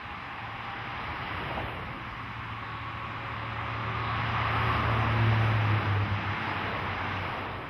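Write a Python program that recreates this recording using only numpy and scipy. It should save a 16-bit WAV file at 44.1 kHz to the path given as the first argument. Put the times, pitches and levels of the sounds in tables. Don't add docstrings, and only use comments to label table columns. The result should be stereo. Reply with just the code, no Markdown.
import sys
import numpy as np
from scipy import signal
from scipy.fft import rfft, irfft, next_fast_len
from scipy.io import wavfile
from scipy.ndimage import uniform_filter1d

SR = 44100
rng = np.random.default_rng(int(sys.argv[2]) if len(sys.argv) > 2 else 0)


def volts_from_decibels(level):
    exponent = np.asarray(level, float) / 20
    return 10 ** exponent


def digitize_waveform(pressure):
    field = np.atleast_2d(pressure).T
    bounded = np.clip(field, -1, 1)
    quanta = np.round(bounded * 32767).astype(np.int16)
    wavfile.write(sys.argv[1], SR, quanta)


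N = 339481

# frequency in Hz, level in dB.
WHINE_LINES = [(6298, -98), (6600, -96), (6901, -97), (7348, -100), (7499, -102), (7650, -97), (7800, -104),
               (7951, -100), (8102, -102), (9152, -101), (10201, -102), (10352, -104), (10648, -102),
               (11251, -104)]
# start in seconds, level in dB.
JOLTS = [
    (1.5, -40),
    (1.567, -35.5),
    (1.65, -42),
]
# draws level in seconds, passage (lane distance / speed) in seconds,
# tyre level in dB, body level in dB, tread-groove level in dB.
VEHICLES = [
    (1.67, 0.76, -35, -33.5, -33.5),
    (2.51, 0.63, -57, -51.5, -51.5),
    (3.3, 0.097, -48, -47, -39.5),
    (4.93, .68, -30, -30, -25.5),
    (5.47, 0.55, -31, -32.5, -49),
    (5.93, 0.49, -32.5, -34, -30.5),
    (6.74, 0.52, -33, -35, -33),
    (7.42, 0.68, -33.5, -35.5, -30.5),
]
TYRE, BODY, GROOVE = 2, 3, 4

# frequency in Hz, density in dB per Hz.
WAKE_COLOUR = [(12, -42.5), (22, -19), (48, -6.5), (65, -3), (95, 0), (125, -3.5), (160, -44)]
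# draws level in seconds, passage in seconds, firing rate in Hz, speed in m/s, level in dB.
CARS = [
    (1.8, .25, 55, 22, -45),
    (1.95, 0.16, 82, 4.4, -45.5),
    (5.1, .45, 75.6, 24, -35),
    (5.0, .8, 67, 28, -44),
]
# time in seconds, firing rate in Hz, level in dB, second-order level in dB.
DIESEL = [(.3, 112, -49, -70), (.7, 112, -52, -81), (1.5, 111, -47.5, -68), (2.0, 111.5, -51, -71),
          (2.3, 112.8, -44, -68), (2.9, 112, -45, -65.5), (4.0, 112.1, -37, -57),
          (5.05, 111.9, -30.5, -52.5), (5.29, 110.5, -23, -60), (5.48, 109.7, -26.5, -44),
          (5.7, 107, -26, -48), (5.9, 100.6, -29, -55), (6.1, 101.3, -26.5, -41.5), (6.29, 100, -33.5, -53),
          (6.52, 95.8, -41, -65), (7.0, 94.9, -42.5, -59), (7.22, 95.7, -37.5, -64.5), (7.65, 94, -48, -65)]
# time in seconds, firing rate in Hz, level in dB.
SECOND_DIESEL = [(4.55, 115.5, -48), (4.8, 115.5, -46), (5.15, 115.1, -45), (5.45, 113.2, -47),
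                 (5.72, 110.6, -42), (6.05, 108.3, -51), (6.2, 108.1, -42), (6.42, 108.6, -48),
                 (7.0, 107.5, -50)]
# time in seconds, depth in dB, half length in seconds.
CANCELS = [
    (5.173, 1.5, .06),
    (5.817, 11, 0.068),
    (6.077, 14, 0.044),
    (6.207, 21, 0.063),
    (6.412, 17, 0.086),
    (6.703, 7, 0.13),
    (7.35, 8.5, 0.096),
]
# time in seconds, order, lift in dB, half length in seconds.
FLARES = [
    (4.8, 2, 10, .15),
    (5.123, 2, 18.5, 0.24),
    (5.36, 2, 18, .22),
    (5.254, 3, 15, 0.43),
    (5.74, 3, 13, .16),
    (6.417, 2, 18.5, 0.12),
]

# low edge in Hz, high edge in Hz.
ROAR_BANDS = [(1450, 3200), (130, 320), (380, 700), (750, 980)]
# frequency in Hz, density in dB per Hz.
ROAR_COLOUR = [(120, -6), (229, -11.5), (332, -11.5), (452, -12.5), (644, -12), (800, -9.5), (980, -9),
               (1060, -22), (1300, -17.5), (1450, -12.5), (2130, -12.5), (2850, -17.5), (3300, -24),
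               (3700, -43.5)]
GROOVE_COLOUR = [(930, -19), (1020, 1), (1100, 2), (1250, 0.5), (1350, -2.5), (1480, -23.5)]
GRIT_COLOUR = [(3000, -25.5), (3350, -1), (4000, -4.5), (4500, -15), (4950, -9), (5300, -17), (5750, -19.5),
               (6200, -24), (7000, -29.5), (8000, -38), (8600, -27), (9350, -34.5), (10300, -33),
               (15200, -37)]
# time in seconds, frequency in Hz, level in dB.
TREAD_LOW = [(2.5, 555, -66), (2.9, 554, -55), (3.3, 553, -52), (3.95, 552, -51), (4.15, 551, -60),
             (4.5, 548, -55), (4.9, 543, -58)]
TREAD_HIGH = [(2.3, 1113, -60), (2.65, 1112, -47.5), (3.1, 1110, -48), (3.6, 1106, -48), (4.2, 1098, -46),
              (4.7, 1087, -43), (5.1, 1075, -52)]
GEAR = [(2.5, 380, -63), (3.4, 380, -59), (4.0, 378, -49.5), (4.3, 377, -64), (4.6, 375, -43.5),
        (4.9, 370, -56)]
EARLY_TREAD = [(0, 803, -52), (.8, 803, -50), (1.1, 812, -52), (1.3, 822, -56)]

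# frequency in Hz, gain in dB, phase in radians.
CAPSULE = [(172, -53.7, -0.38), (258, -28.5, -0.82), (344, -17.0, -1.04), (516, -8.8, -1.52),
           (689, -6.5, -1.89), (947, -7.3, -2.18), (1205, -8.0, -2.52), (1464, -8.0, -2.81),
           (1808, -11.0, -3.28), (2153, -15.5, -3.24), (2670, -22.1, -2.49), (3445, -22.4, -1.28),
           (4306, -7.4, -1.22), (4823, -13.9, -1.88)]
# frequency in Hz, density in dB per Hz.
SCATTER_COLOUR = [(76, -70), (130, -23), (192, -12.5), (325, -14), (525, -12.5), (585, -12), (786, -5.5),
                  (1070, -3.5), (1680, -7.5), (3230, -26.5), (4010, -25), (5060, -31.5), (5300, -40.5),
                  (6890, -60), (11700, -120)]
SCATTER_HISS_COLOUR = [(3120, -34), (5300, -4), (5610, 0), (6020, -1), (6430, -4), (7310, -17), (9040, -15),
                       (10700, -22), (13600, -19), (14400, -22), (15200, -29)]
BAND_STARTS = np.r_[0:40:4, 40:96:8, 96:144:12, 144, 160, 176, 196, 216, 240, 264, 292, 320:1025:32]

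# level against vehicle in dB, fall as power of nearness,
# share heard from all round (0-1), far-traffic level in dB.
HISS, BOOM = (0.2, 2, 0.2855, -45), (-10.5, 1.24, .78, -57.5)
DIP, TREAD = (-12, 1.5, 0.48, -66.5), (-3.5, 2, 0.3955, -51)
SIZZLE, RING = (-15.5, 1.8, 0.2457, -62.5), (-5.5, 1.5, 0.48, -49)
PUSH, SPRAY = (-18, 4.5, 0.78, -59), (-34.5, 4.6, .5, -89)
FILL, THUMP = (-8.5, 8.5, 0.73, -91.5), (-12, 4.5, 0.45, -90)
SCATTER_ROAR, SCATTER_HISS = (-7.5, 3, 0.77, -51), (-22, 3.5, 0.51, -75.5)


def walk(rate_hz):
    hold = int(SR / rate_hz)
    steps = np.repeat(rng.standard_normal(N // hold + 1), hold)
    return 1.284 * uniform_filter1d(uniform_filter1d(steps, hold), hold)[:N]


def columns(table):
    time_s, *rest = np.transpose(table)
    return [np.interp(np.arange(N) / SR, time_s, values) for values in rest]


def on_log(hz, table, column=1):
    table = np.array(table)
    return np.interp(np.log(hz), np.log(table[:, 0]), table[:, column])


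def spectrum_axis():
    size = next_fast_len(N)
    return size, np.arange(1, size // 2 + 2) * SR / size


def both(a_db, b_db):
    return 10 * np.log10(volts_from_decibels(a_db) ** 2 + volts_from_decibels(b_db) ** 2)


def moment(centre_s, half_s):
    return np.clip(1 - abs(np.arange(N) / SR - centre_s) / half_s, 0, 1)


def noise(colour, bands, levels_db, swell_db, flicker_db, count):
    size, hz = spectrum_axis()
    shape = volts_from_decibels(on_log(hz, colour)) * (hz > colour[0][0]) * (hz < colour[-1][0])
    spectrum = rfft(rng.standard_normal(size)) * shape
    own_db = [10 * np.log10(2 * np.sum(shape[(hz > lo) & (hz < hi)] ** 2) / size) for lo, hi in bands]
    order = np.argsort([lo for lo, hi in bands])
    edges = np.log(np.array(bands)[order] * [1.12, .88]).ravel()
    centres = np.linspace(np.log(colour[0][0]), np.log(colour[-1][0]), count)
    out = 0
    for k, centre in enumerate(centres):
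        shares = [np.interp(centre, edges, np.repeat(order == b, 2)) for b in range(len(bands))]
        gain_db = sum(share * (level - own) for share, level, own in zip(shares, levels_db, own_db))
        slice_shape = np.interp(np.log(hz), centres, np.arange(count) == k)
        piece = irfft(spectrum * slice_shape, size)[:N]
        out = out + piece * volts_from_decibels(gain_db + swell_db * walk(3.14) + flicker_db * walk(14))
    return out


def tone(table, drift, flutter_db, rate_hz):
    hz, *levels_db = columns(table)
    t = np.arange(N) / SR
    span = np.clip(np.minimum(t - table[0][0] + .02, table[-1][0] - t) / .12, 0, 1)
    phase = 2 * np.pi * np.cumsum(hz * (1 + drift * walk(rate_hz))) / SR
    out = 0
    for order, db in enumerate(levels_db, 1):
        out = out + np.sqrt(2) * volts_from_decibels(db + flutter_db * walk(rate_hz)) * np.sin(order * phase)
    return span * out


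def bearing(level_s, passage_s):
    along = (np.arange(N) / SR - level_s) / passage_s
    return -along / np.hypot(1, along), 1 / np.hypot(1, along)


def heard(path, column):
    own_db, fall, all_round, far_db = path
    power = volts_from_decibels(far_db) ** 2
    for row in VEHICLES:
        ahead, near = bearing(*row[:2])
        pickup = all_round + (1 - all_round) * ahead
        power = power + (volts_from_decibels(row[column] + own_db) * near ** fall * pickup) ** 2
    return 10 * np.log10(power)


def camera():
    t = np.arange(N) / SR
    whine = sum(np.sqrt(2) * volts_from_decibels(db) * np.sin(2 * np.pi * (hz * t + rng.random())) for hz, db in WHINE_LINES)
    return whine + volts_from_decibels(-74.5) * rng.standard_normal((2, N))


def jolts():
    t = np.arange(N) / SR
    panels = signal.butter(2, [470, 900], "band", fs=SR, output="sos")
    rattle = signal.sosfilt(panels, rng.standard_normal(N))
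    age = np.array([np.clip(t - start_s, 0, 1) / .014 for start_s, db in JOLTS])
    swell = np.e * age * np.exp(-age)
    return rattle / rattle.std() * (volts_from_decibels(np.array(JOLTS)[:, 1]) @ swell)


def wake():
    return noise(WAKE_COLOUR, [(25, 62)], [heard(PUSH, BODY)], swell_db=1.2, flicker_db=.3, count=4)


def car(level_s, passage_s, firing_hz, speed_m_s, db):
    fall, all_round = 1.32, 0.66
    ahead, near = bearing(level_s, passage_s)
    gain = near ** fall * (all_round + (1 - all_round) * ahead)
    heard_hz = firing_hz / (1 - ahead * speed_m_s / 343)
    return np.transpose([np.arange(N) / SR, heard_hz, db + 20 * np.log10(gain)])


def echoed(table, changes_db):
    t = np.arange(N) / SR
    hz, *levels_db = columns(table)
    inside = (t >= table[0][0]) & (t <= table[-1][0])
    changed_db = [db + change for db, change in zip(levels_db, changes_db)]
    return np.transpose([t, hz] + changed_db)[inside]


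def diesels():
    cancel_db = sum(db * moment(centre_s, half_s) for centre_s, db, half_s in CANCELS)
    lifts_db = [sum(db * moment(centre_s, half_s) for centre_s, k, db, half_s in FLARES if round(k) == order)
                for order in (1, 2, 3)]
    second = [(s, hz, db, db - 11.5, db - 12) for s, hz, db in SECOND_DIESEL]
    first_drone = tone(echoed(DIESEL, [-cancel_db, 0]), .003, 0.7, 9)
    return first_drone + tone(echoed(second, lifts_db), .003, .8, 9)


def engines():
    return diesels() + sum(tone(car(*row), 0.0049, 1.1, 14) for row in CARS)


def songs():
    steady = sum(volts_from_decibels(-2) * tone(table, .0018, 1.6, 18) for table in (TREAD_LOW, TREAD_HIGH, GEAR))
    return steady + volts_from_decibels(-1) * tone(EARLY_TREAD, .016, 3, 45)


def tyres():
    boom_db = both(heard(BOOM, TYRE), heard(THUMP, BODY))
    dip_db = both(heard(DIP, TYRE), heard(FILL, TYRE))
    roar_db = [heard(HISS, TYRE), boom_db, dip_db, heard(TREAD, TYRE)]
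    roar = noise(ROAR_COLOUR, ROAR_BANDS, roar_db, swell_db=0.62, flicker_db=.5, count=17)
    groove = noise(GROOVE_COLOUR, [(1020, 1350)], [heard(RING, GROOVE)], swell_db=.6, flicker_db=.5, count=4)
    grit_db = [heard(SIZZLE, TYRE), heard(SPRAY, BODY)]
    grit = noise(GRIT_COLOUR, [(3400, 5600), (9700, 14500)], grit_db, swell_db=.5, flicker_db=1.2, count=8)
    return roar + groove + grit + songs()


def rightness():
    side_gain, front_round, far_db, far_left = 1.22, 0.35, -53, .32
    shared, forward = 0, volts_from_decibels(far_db) ** 2
    for row in VEHICLES:
        ahead, near = bearing(*row[:2])
        body = volts_from_decibels(row[BODY])
        front = body * near * (front_round + (1 - front_round) * ahead)
        shared = shared + front * body * near ** 2
        forward = forward + front ** 2
    return side_gain * shared / forward - far_left


def sideways(front):
    size, hz = spectrum_axis()
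    answer = volts_from_decibels(on_log(hz, CAPSULE)) * np.exp(1j * on_log(hz, CAPSULE, column=2))
    direct = rightness() * irfft(rfft(front, size) * answer, size)[:N]
    roar = noise(SCATTER_COLOUR, [(450, 2200)], [heard(SCATTER_ROAR, BODY)],
                 swell_db=1.64, flicker_db=1.5, count=12)
    hiss = noise(SCATTER_HISS_COLOUR, [(5400, 9500)], [heard(SCATTER_HISS, BODY)],
                 swell_db=.4, flicker_db=.5, count=5)
    return direct + roar + hiss


def scene():
    front = jolts() + wake() + engines() + tyres()
    side = sideways(front)
    return np.array([front + side, front - side]) + camera()


def masked(dry, mid_db, side_db, loud_db, slope, waver_db):
    pair = np.array([dry[0] + dry[1], dry[0] - dry[1]]) / 2
    lead, frame = 1024 - 655, 2048
    shape = dict(window=np.sin(np.pi * (np.arange(frame) + .5) / frame), nperseg=frame)
    cells = signal.stft(np.pad(pair, ((0, 0), (lead, 0))), **shape)[2]
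    power = abs(cells) ** 2 + 1e-20
    width = np.diff(np.r_[BAND_STARTS, 1025])[:, None]
    mean = np.add.reduceat(power, BAND_STARTS, axis=1) / width
    treble_db = 10 * np.log10(uniform_filter1d(power[1, 250:440].sum(axis=0), size=9))
    loud = slope * np.minimum(9, treble_db - loud_db)
    step_db = np.array([mid_db + loud, side_db + 0 * loud])[:, None] + waver_db * rng.standard_normal(mean.shape)
    step = uniform_filter1d(mean[::-1], size=3) * volts_from_decibels(2 * step_db)
    step[0, BAND_STARTS < 292] *= .07
    step[0, BAND_STARTS >= 448] *= .3
    step[0, BAND_STARTS < 240] = 0
    step[:, BAND_STARTS >= 672] += step_db[0, BAND_STARTS >= 672] < mid_db + 2.5
    step[:, BAND_STARTS > 672] = 1
    band = np.searchsorted(BAND_STARTS, np.arange(frame // 2 + 1), side="right") - 1
    kept = cells * (power > step[:, band])
    mid, side = signal.istft(kept, **shape)[1][:, lead:lead + N]
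    return np.array([mid + side, mid - side])


def top_cut(x):
    return signal.sosfilt(signal.butter(12, 15460, fs=SR, output="sos"), x)


def record(dry):
    mix = masked(dry, mid_db=-.5, side_db=-14, loud_db=-71.5, slope=.4, waver_db=1.1)
    return top_cut(mix)


dry = scene()
out = record(dry)
digitize_waveform(out)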